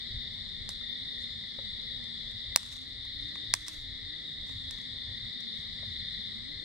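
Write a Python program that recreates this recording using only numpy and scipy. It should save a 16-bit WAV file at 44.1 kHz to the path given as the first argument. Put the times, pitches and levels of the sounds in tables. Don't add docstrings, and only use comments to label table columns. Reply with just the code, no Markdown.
import sys
import numpy as np
from scipy import signal
from scipy.fft import rfft, irfft, next_fast_len
from scipy.io import wavfile
from scipy.ndimage import uniform_filter1d, map_coordinates

SR = 44100
rng = np.random.default_rng(int(sys.argv[2]) if len(sys.argv) > 2 else 0)


def digitize_waveform(pressure):
    field = np.atleast_2d(pressure).T
    bounded = np.clip(field, -1, 1)
    quanta = np.round(bounded * 32767).astype(np.int16)
    wavfile.write(sys.argv[1], SR, quanta)


N = 292824


def amp(db):
    return 10 ** (np.asarray(db) / 20)


def unit(x):
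    return x / np.sqrt(np.mean(x ** 2) + 1e-20)


def peak(x):
    return x / np.abs(x).max()


def along(points, hz):
    point_hz, value = np.transpose(points)
    return np.interp(np.log(hz + 1), np.log(point_hz + 1), value)


def curves(rows):
    s, *columns = np.transpose(rows)
    return [np.interp(np.arange(N) / SR, s, column) for column in columns]


def wobble(rate):
    knots = rng.standard_normal(int(N * rate / SR) + 4)
    return map_coordinates(knots, [np.arange(N) * rate / SR])


def filtered(x, response):
    m = next_fast_len(x.shape[-1] + SR // 2)
    spectrum = rfft(x, m) * response(np.fft.rfftfreq(m, 1 / SR))
    return irfft(spectrum, m)[..., :x.shape[-1]]


def modes(table):
    def response(f):
        return sum((-1) ** k * amp(db) * 1j * f * width / (hz * hz - f * f + 1j * f * width)
                   for k, (hz, width, db) in enumerate(table))
    return response


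def sides(pan_db):
    return amp([[pan_db / 2], [-pan_db / 2]])


def late_left(x, lag):
    return filtered(x, lambda hz: np.exp(-1j * np.pi * hz * lag / SR * np.array([[1], [-1]])))


def rush(spectrum, alike, pan_db, patchy_db, lag=0):
    z = signal.stft(rng.standard_normal((2, N)), nperseg=512)[2]
    field = uniform_filter1d(rng.standard_normal(z.shape[1:]), size=5, axis=0)
    field = uniform_filter1d(field, size=16, axis=1)
    pair = signal.istft(z * amp(patchy_db * unit(field)), nperseg=512)[1][:, :N]
    coloured = filtered(pair, lambda hz: amp(along(spectrum, hz)))
    turn = np.arccos(np.clip(alike, -1, 1)) / 2
    mid, side = coloured * [[np.cos(turn)], [np.sin(turn)]]
    return sides(pan_db) * late_left(unit(np.array([mid + side, mid - side])), lag)


def add(track, s, sound):
    part = track[:, round(s * SR):][:, :sound.shape[1]]
    part += sound[:, :part.shape[1]]


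# (pitch_hz, fade_by_60_db_s)
TREE_FADE = [(500, 0.18), (3000, 0.77), (8000, 0.62), (14000, 0.07)]


def trees(length):
    hz, t, z = signal.stft(rng.standard_normal((2, int(length * SR))), SR, nperseg=256)
    fade = amp(-60 * t / along(TREE_FADE, hz)[:, None])
    tail = signal.istft(z * fade, SR, nperseg=256)[1]
    return tail / np.linalg.norm(tail[0])


MIDDLE_HZ, PULSES_PER_S, PULSES_PER_HZ = 3640, 32.3, .0047


def trill(length, hz, tempo=1):
    t = np.arange(int(length * SR)) / SR
    rate = tempo * (PULSES_PER_S + PULSES_PER_HZ * (hz - MIDDLE_HZ))
    beat = rate * t
    since = beat % 1 / rate
    chance = rng.standard_normal((int(beat[-1]) + 1, 3))[beat.astype(int)]
    pulse = since ** 2 * np.exp(-since / .0034) * amp(2. * chance[:, 0])
    arc = 1 - 0.018 * (2 * t / length - 1) ** 2
    turn = 2 * np.pi * hz * arc * (1 + .006 * chance[:, 1]) * since
    tone = np.sin(turn + 9 * chance[:, 2]) + amp(-17.0) * np.sin(.53 * turn)
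    swell = np.clip(np.minimum(t / 0.054, (length - t) / 0.022), 0, 1)
    return unit(pulse * tone) * swell


# (start_s, length_s, pitch_hz, level_db, left_minus_right_db)
NEAREST_TRILLS = [(.009, 0.47, 4050, -54.5, 9), (.009, 0.29, 3500, -59, 5), (0.606, 0.83, 3850, -60, -8),
                  (0.771, 0.5, 3649, -46, 9), (1.552, 0.44, 3894, -48.5, 11.5),
                  (2.104, 0.3, 3467, -58.5, 23), (2.989, 0.41, 4090, -51, 0), (3.035, 0.5, 3648, -49, 9.5),
                  (3.765, 0.43, 3880, -57, 13), (4.155, 0.55, 3758, -48, -2), (4.856, 0.47, 3536, -52, 10),
                  (5.292, 0.58, 3797, -55.5, 16.5), (5.872, 0.41, 4030, -48.5, 3),
                  (5.891, 0.41, 3630, -49.5, 10.5)]


def near_singers():
    near = np.zeros((2, N))
    for s, length, hz, db, pan_db in NEAREST_TRILLS:
        add(near, s, amp(db) * sides(pan_db) * trill(length, hz))
    for k, (when, pitch, loud, pan, pace) in enumerate(rng.uniform(size=(100, 5))):
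        song = trill(0.498, 3400 + 750 * pitch, .85 + .4 * pace)
        add(near, (k + when) / 100 * N / SR, amp(-59.0 + 5. * loud) * sides(8 * pan) * song)
    near = late_left(near, 1.95)
    echo = signal.fftconvolve(near.mean(0)[None], trees(.4), axes=1)[:, :N]
    return near + amp(-6) * echo


# (time_s, high_band_db, low_band_db)
FAR_LEVELS = [(0.0, -40, -54.5), (0.7, -43.5, -56), (0.91, -42.5, -56), (2.31, -42, -55.5),
              (2.77, -41, -53.5), (3.31, -42, -55), (3.66, -42, -52), (4.36, -43.5, -56),
              (6.01, -41, -53.5), (6.64, -43.5, -54.5)]
# (pitch_hz, relative_db_per_hz)
HIGH_BAND = [(1590, -72), (2700, -34.5), (3000, -22), (3160, -16.5), (3250, -9), (3420, -3.5), (3650, 2),
             (4000, -4.5), (4250, -7.5), (4600, -11), (4800, -18.5), (5320, -20.5), (6200, -50),
             (8060, -78.5), (13600, -120)]
# (pitch_hz, relative_db_per_hz)
LOW_BAND = [(850, -30), (1450, -28.5), (1680, -14), (1920, -0.5), (2020, 2), (2350, -17.5), (2600, -34),
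            (3380, -63), (5720, -120)]
# (pitch_hz, relative_db_per_hz)
HIGH_INSECTS = [(4500, -2), (6300, -5.5), (7500, 1), (9200, -5), (10200, -21.5), (12500, -16.5),
                (15600, -31.5), (15900, -71.5)]


def far_singers():
    high_db, low_db = curves(FAR_LEVELS)
    far = amp(high_db) * rush(HIGH_BAND, .3, pan_db=4.5, patchy_db=.6, lag=2.)
    far += amp(low_db) * rush(LOW_BAND, 0.96, pan_db=2.0, patchy_db=1.3, lag=3.1)
    return far + amp(-67.0) * rush(HIGH_INSECTS, 0.03, pan_db=-1.0, patchy_db=1.5)


def insects():
    return near_singers() + far_singers()


# (start_s, thin_wood_peak_db, thick_minus_thin_wood_db, splinters_against_break_db)
KINDLING_SNAPS = [(0.6903, -14.5, -23.5, -18), (1.8143, -40, -14, -14), (2.04, -33.5, -23, -18),
                  (2.312, -35, -30, -9), (2.56, 9.5, -20, -25.5), (2.6309, -22, -18, -19),
                  (2.662, -25.5, -26, -16), (2.765, -38, -4, -8), (3.052, -31, -14.5, -23.5),
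                  (3.356, -36, 5.5, -20), (3.538, 5.5, -18.5, -23), (3.6665, -28, -13, -14.5),
                  (3.6817, -13.5, -18.5, -14), (4.4667, -42, -13, -9), (4.4946, -34.5, -3.5, -21),
                  (4.7091, -17.5, -24, -23), (4.7845, -36, -10, -12), (4.8164, -36, -21, -16),
                  (5.405, -38.5, -20, -10)]
# (pitch_hz, width_hz, level_db)
THIN_WOOD = [(4790, 1730, -1.5), (8500, 1030, 1), (11760, 3100, -6)]
# (pitch_hz, width_hz, level_db)
THICK_WOOD = [(1150, 153, 8), (481, 380, -1), (2140, 870, 6.5), (220, 190, -4)]
BRIGHT_HZ, DULLER_PER_DB = 10800, .004


def snaps():
    out, t = np.zeros((2, N)), np.arange(SR // 20) / SR
    for s, db, body_db, splinter_db in KINDLING_SNAPS:
        fibres = rng.standard_normal((3, len(t)))
        shower = amp(-60 * np.clip(t - .001, 0, 1) / .014) * np.where(t < .001, .35, 1)
        echo = amp(-38 - 60 * (t - .012) / .025) * (t > .012)
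        both_ears = fibres[0] + .5 * fibres[1:]
        blow = (amp(splinter_db) * shower + echo) * both_ears
        blow[:, SR // 1000] += 1
        thin = peak(filtered(blow, modes(THIN_WOOD)))
        thick = peak(filtered(blow, modes(THICK_WOOD))) * amp(body_db)
        corner_hz = BRIGHT_HZ * np.exp(DULLER_PER_DB * db)
        snap = filtered(thin + thick, lambda hz: 1 / (1 + 1j * hz / corner_hz) ** 3)
        add(out, s, amp(db) * snap)
        add(out, s + 0.0073, amp(db - 26) * signal.fftconvolve(snap, trees(0.17), axes=1))
    return out


# (start_s, level_db, pitch_hz, fade_by_60_db_s)
STICK_KNOCKS = [(0.812, -49, 1320, 0.023), (1.587, -37, 553, 0.035), (5.405, -42, 5730, 0.02),
                (5.830, -40, 616, .025)]
# (multiple_of_pitch, level_db, share_of_fade_time)
STICK_OVERTONES = [(1.62, -7, 0.6), (2.3, -9, 0.51), (3.3, -8, .3)]
BOUNCE_S, BOUNCE_DB = .011, -12


def knocks():
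    out, t = np.zeros((2, N)), np.arange(SR // 20) / SR
    for s, db, hz, t60 in STICK_KNOCKS:
        ring = np.zeros(len(t))
        for multiple, tone_db, share in [(0.99, 0, 0.83)] + STICK_OVERTONES:
            if multiple * hz < 12000:
                ring += amp(tone_db - 60 * t / (share * t60)) * np.sin(2 * np.pi * multiple * hz * t)
        attack = 1 - np.exp(-t / 0.00096)
        contact = amp(-60 * t / 0.0046) * uniform_filter1d(rng.standard_normal(len(t)), size=16)
        knock = (ring * attack + .5 * contact)[None]
        add(out, s, amp(db) * knock)
        add(out, s + BOUNCE_S, amp(db + BOUNCE_DB) * knock)
    return out


FIRE_LAG = 1.75
# (pitch_hz, left_minus_right_db)
FIRE_SHADE = [(200, -1), (1500, -2), (4400, -1), (8000, -3), (15000, -7)]


def fire():
    heard = late_left(snaps() + knocks(), FIRE_LAG)
    return filtered(heard, lambda hz: amp(np.array([[.5], [-.5]]) * along(FIRE_SHADE, hz)))


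# (start_s, rise_s, fade_by_60_db_s, level_db)
RUSTLES = [(.695, 0.0047, 0.26, -50), (1.18, 0.047, 0.41, -54), (2.575, 0.0082, 0.4, -46.5),
           (2.62, 0.075, 0.71, -41.5), (2.73, 0.033, 0.23, -57), (3.18, 0.071, 0.99, -57.5),
           (3.329, 0.035, 0.35, -69), (3.552, 0.0059, 0.38, -43), (3.66, 0.014, 0.51, -44),
           (3.76, 0.028, 0.23, -53), (4.45, 0.032, 0.77, -54.5), (4.72, 0.017, 0.34, -55.5),
           (4.78, 0.023, 0.16, -56), (5.4, .02, 0.44, -65), (5.57, 0.031, 0.19, -51),
           (5.85, 0.06, 0.72, -60.5)]
# (pitch_hz, relative_db_per_hz)
LITTER_COLOUR = [(500, -16), (1200, -6), (2500, -4), (4000, 2), (7000, -2.5), (10000, -10), (13000, -17.5),
                 (14800, -22), (15900, -70)]
CRACKLES_PER_S, CRACKLE_S, CLUMP_DB = 550, .001, 3


def crumble():
    t, level = np.arange(N) / SR, np.zeros(N)
    for s, rise, t60, db in RUSTLES:
        since = np.clip(t - s, 0, None)
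        level += amp(db - 60 * since / t60) * (1 - np.exp(-since / rise))
    busy = amp(CLUMP_DB * wobble(60))
    strikes = rng.uniform(size=N) < busy * CRACKLES_PER_S / SR
    sizes = strikes * amp(rng.uniform(-18, 0, size=N))
    bursts = signal.lfilter([1], [1, -np.exp(-1 / (CRACKLE_S * SR))], sizes)
    grains = bursts * rush(LITTER_COLOUR, .6, pan_db=-2.5, patchy_db=4.)
    hiss = np.sqrt(busy) * rush(LITTER_COLOUR, .3, pan_db=-2.5, patchy_db=3.)
    return level * (.8 * hiss + .5 * unit(grains))


# (start_s, level_db, pitch_hz)
GROUND_THUDS = [(1.585, -48, 90.5), (5.59, -37, 89), (5.83, -43, 150), (5.91, -38, 90)]
THUMP_T60 = 0.078


def thumps():
    out, t = np.zeros((2, N)), np.arange(SR // 8) / SR
    for s, db, hz in GROUND_THUDS:
        fade = amp(db - 60 * t / THUMP_T60)
        attack = 1 - np.exp(-t / .002)
        add(out, s, fade * np.sin(2 * np.pi * hz * t)[None] * attack)
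    return out


# (time_s, level_db)
RUMBLE_LEVEL = [(0, -56), (.2, -46), (.6, -54.5), (1.3, -54.5), (1.52, -60), (1.62, -48.5), (2.05, -56.5),
                (2.35, -49.5), (2.8, -50), (3.7, -53.5), (3.9, -48), (4.3, -59), (4.6, -49), (4.94, -53.5),
                (5.15, -46.5), (5.3, -55), (5.55, -62), (5.65, -53.5), (6.02, -48.5), (6.3, -57),
                (6.64, -52.5)]
# (pitch_hz, relative_db_per_hz)
RUMBLE_COLOUR = [(12, -34.5), (20, 0), (80, -3), (106, 0), (122, -7), (160, -24.5), (260, -61.5),
                 (440, -120)]
# (time_s, level_db)
ROAR_LEVEL = [(0, -59.5), (1, -61.5), (2.2, -60), (3.2, -61), (4.1, -63.5), (5, -60), (6, -56),
              (6.64, -60.5)]
# (pitch_hz, relative_db_per_hz)
ROAR_COLOUR = [(60, -56.5), (110, -9.5), (140, -2), (200, -3.5), (260, -9), (440, -60), (900, -120)]
GUST_DB, GUSTS_PER_S = 3, 16


def wind_rumble():
    rumble_db = curves(RUMBLE_LEVEL)[0] + GUST_DB * wobble(GUSTS_PER_S)
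    roar_db = curves(ROAR_LEVEL)[0] + 1.4 * wobble(6.)
    rumble = amp(rumble_db) * rush(RUMBLE_COLOUR, .96, pan_db=0.0, patchy_db=0.5)
    return rumble + amp(roar_db) * rush(ROAR_COLOUR, 0.83, pan_db=1.5, patchy_db=0.5)


# (time_s, pitch_hz)
WHISTLE_PITCH = [(0, 240), (.1, 225), (.22, 240), (.42, 210), (.65, 195), (.8, 225), (1.07, 252),
                 (1.35, 229), (1.55, 234), (1.71, 194), (1.82, 238), (1.96, 257), (2.06, 230), (2.15, 245),
                 (2.28, 217), (2.48, 249), (2.6, 242), (2.85, 264), (3.12, 269), (3.35, 314), (3.5, 281),
                 (3.7, 315), (3.96, 256), (4.2, 305), (4.33, 300), (4.54, 251), (4.63, 268), (4.72, 248),
                 (5.05, 259), (5.25, 222), (5.39, 247), (5.49, 214), (5.75, 232), (5.95, 211), (6.33, 201),
                 (6.5, 277), (6.64, 310)]
WHISTLE_DB, WHISTLE_DB_PER_OCTAVE = -54.5, -1.5


def whistle():
    hz, = curves(WHISTLE_PITCH)
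    unsteady_hz = hz * (1 + 0.01537 * wobble(14) + 0.02766 * wobble(45))
    tone = np.sin(2 * np.pi * np.cumsum(unsteady_hz) / SR)
    db = WHISTLE_DB + WHISTLE_DB_PER_OCTAVE * np.log2(hz / 250)
    db += 1.6 * wobble(6.1) + 2.27 * wobble(30)
    return amp(db) * tone * [[.52], [-1.4]]


# (pitch_hz, relative_db_per_hz)
LEAF_COLOUR = [(130, -16), (200, 4.5), (300, 0.5), (550, -3), (750, -13.5), (1300, -12), (2600, -25.5),
               (5500, -14), (9000, -54.5), (15600, -51), (15900, -84.5)]


def leaves():
    return amp(-62) * rush(LEAF_COLOUR, 0.073, pan_db=-6.5, patchy_db=2.0)


def breeze():
    return wind_rumble() + whistle() + leaves()


def scene():
    return insects() + fire() + crumble() + thumps() + breeze()


TOP_HZ = 16400


def record(dry):
    excess = np.clip(np.abs(dry).max(0) - .15, 0, 1)
    keep = np.exp(-1 / (.2 * SR))
    late_excess = np.roll(excess, SR // 250)
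    duck_db = 4.5 * np.tanh(.3 * signal.lfilter([1], [1, -keep], late_excess))
    clipped = np.clip(dry * amp(-duck_db), -1, 1)
    return filtered(clipped, lambda hz: 1 / (1 + (hz / TOP_HZ) ** 60))


dry = scene()
out = record(dry)
digitize_waveform(out)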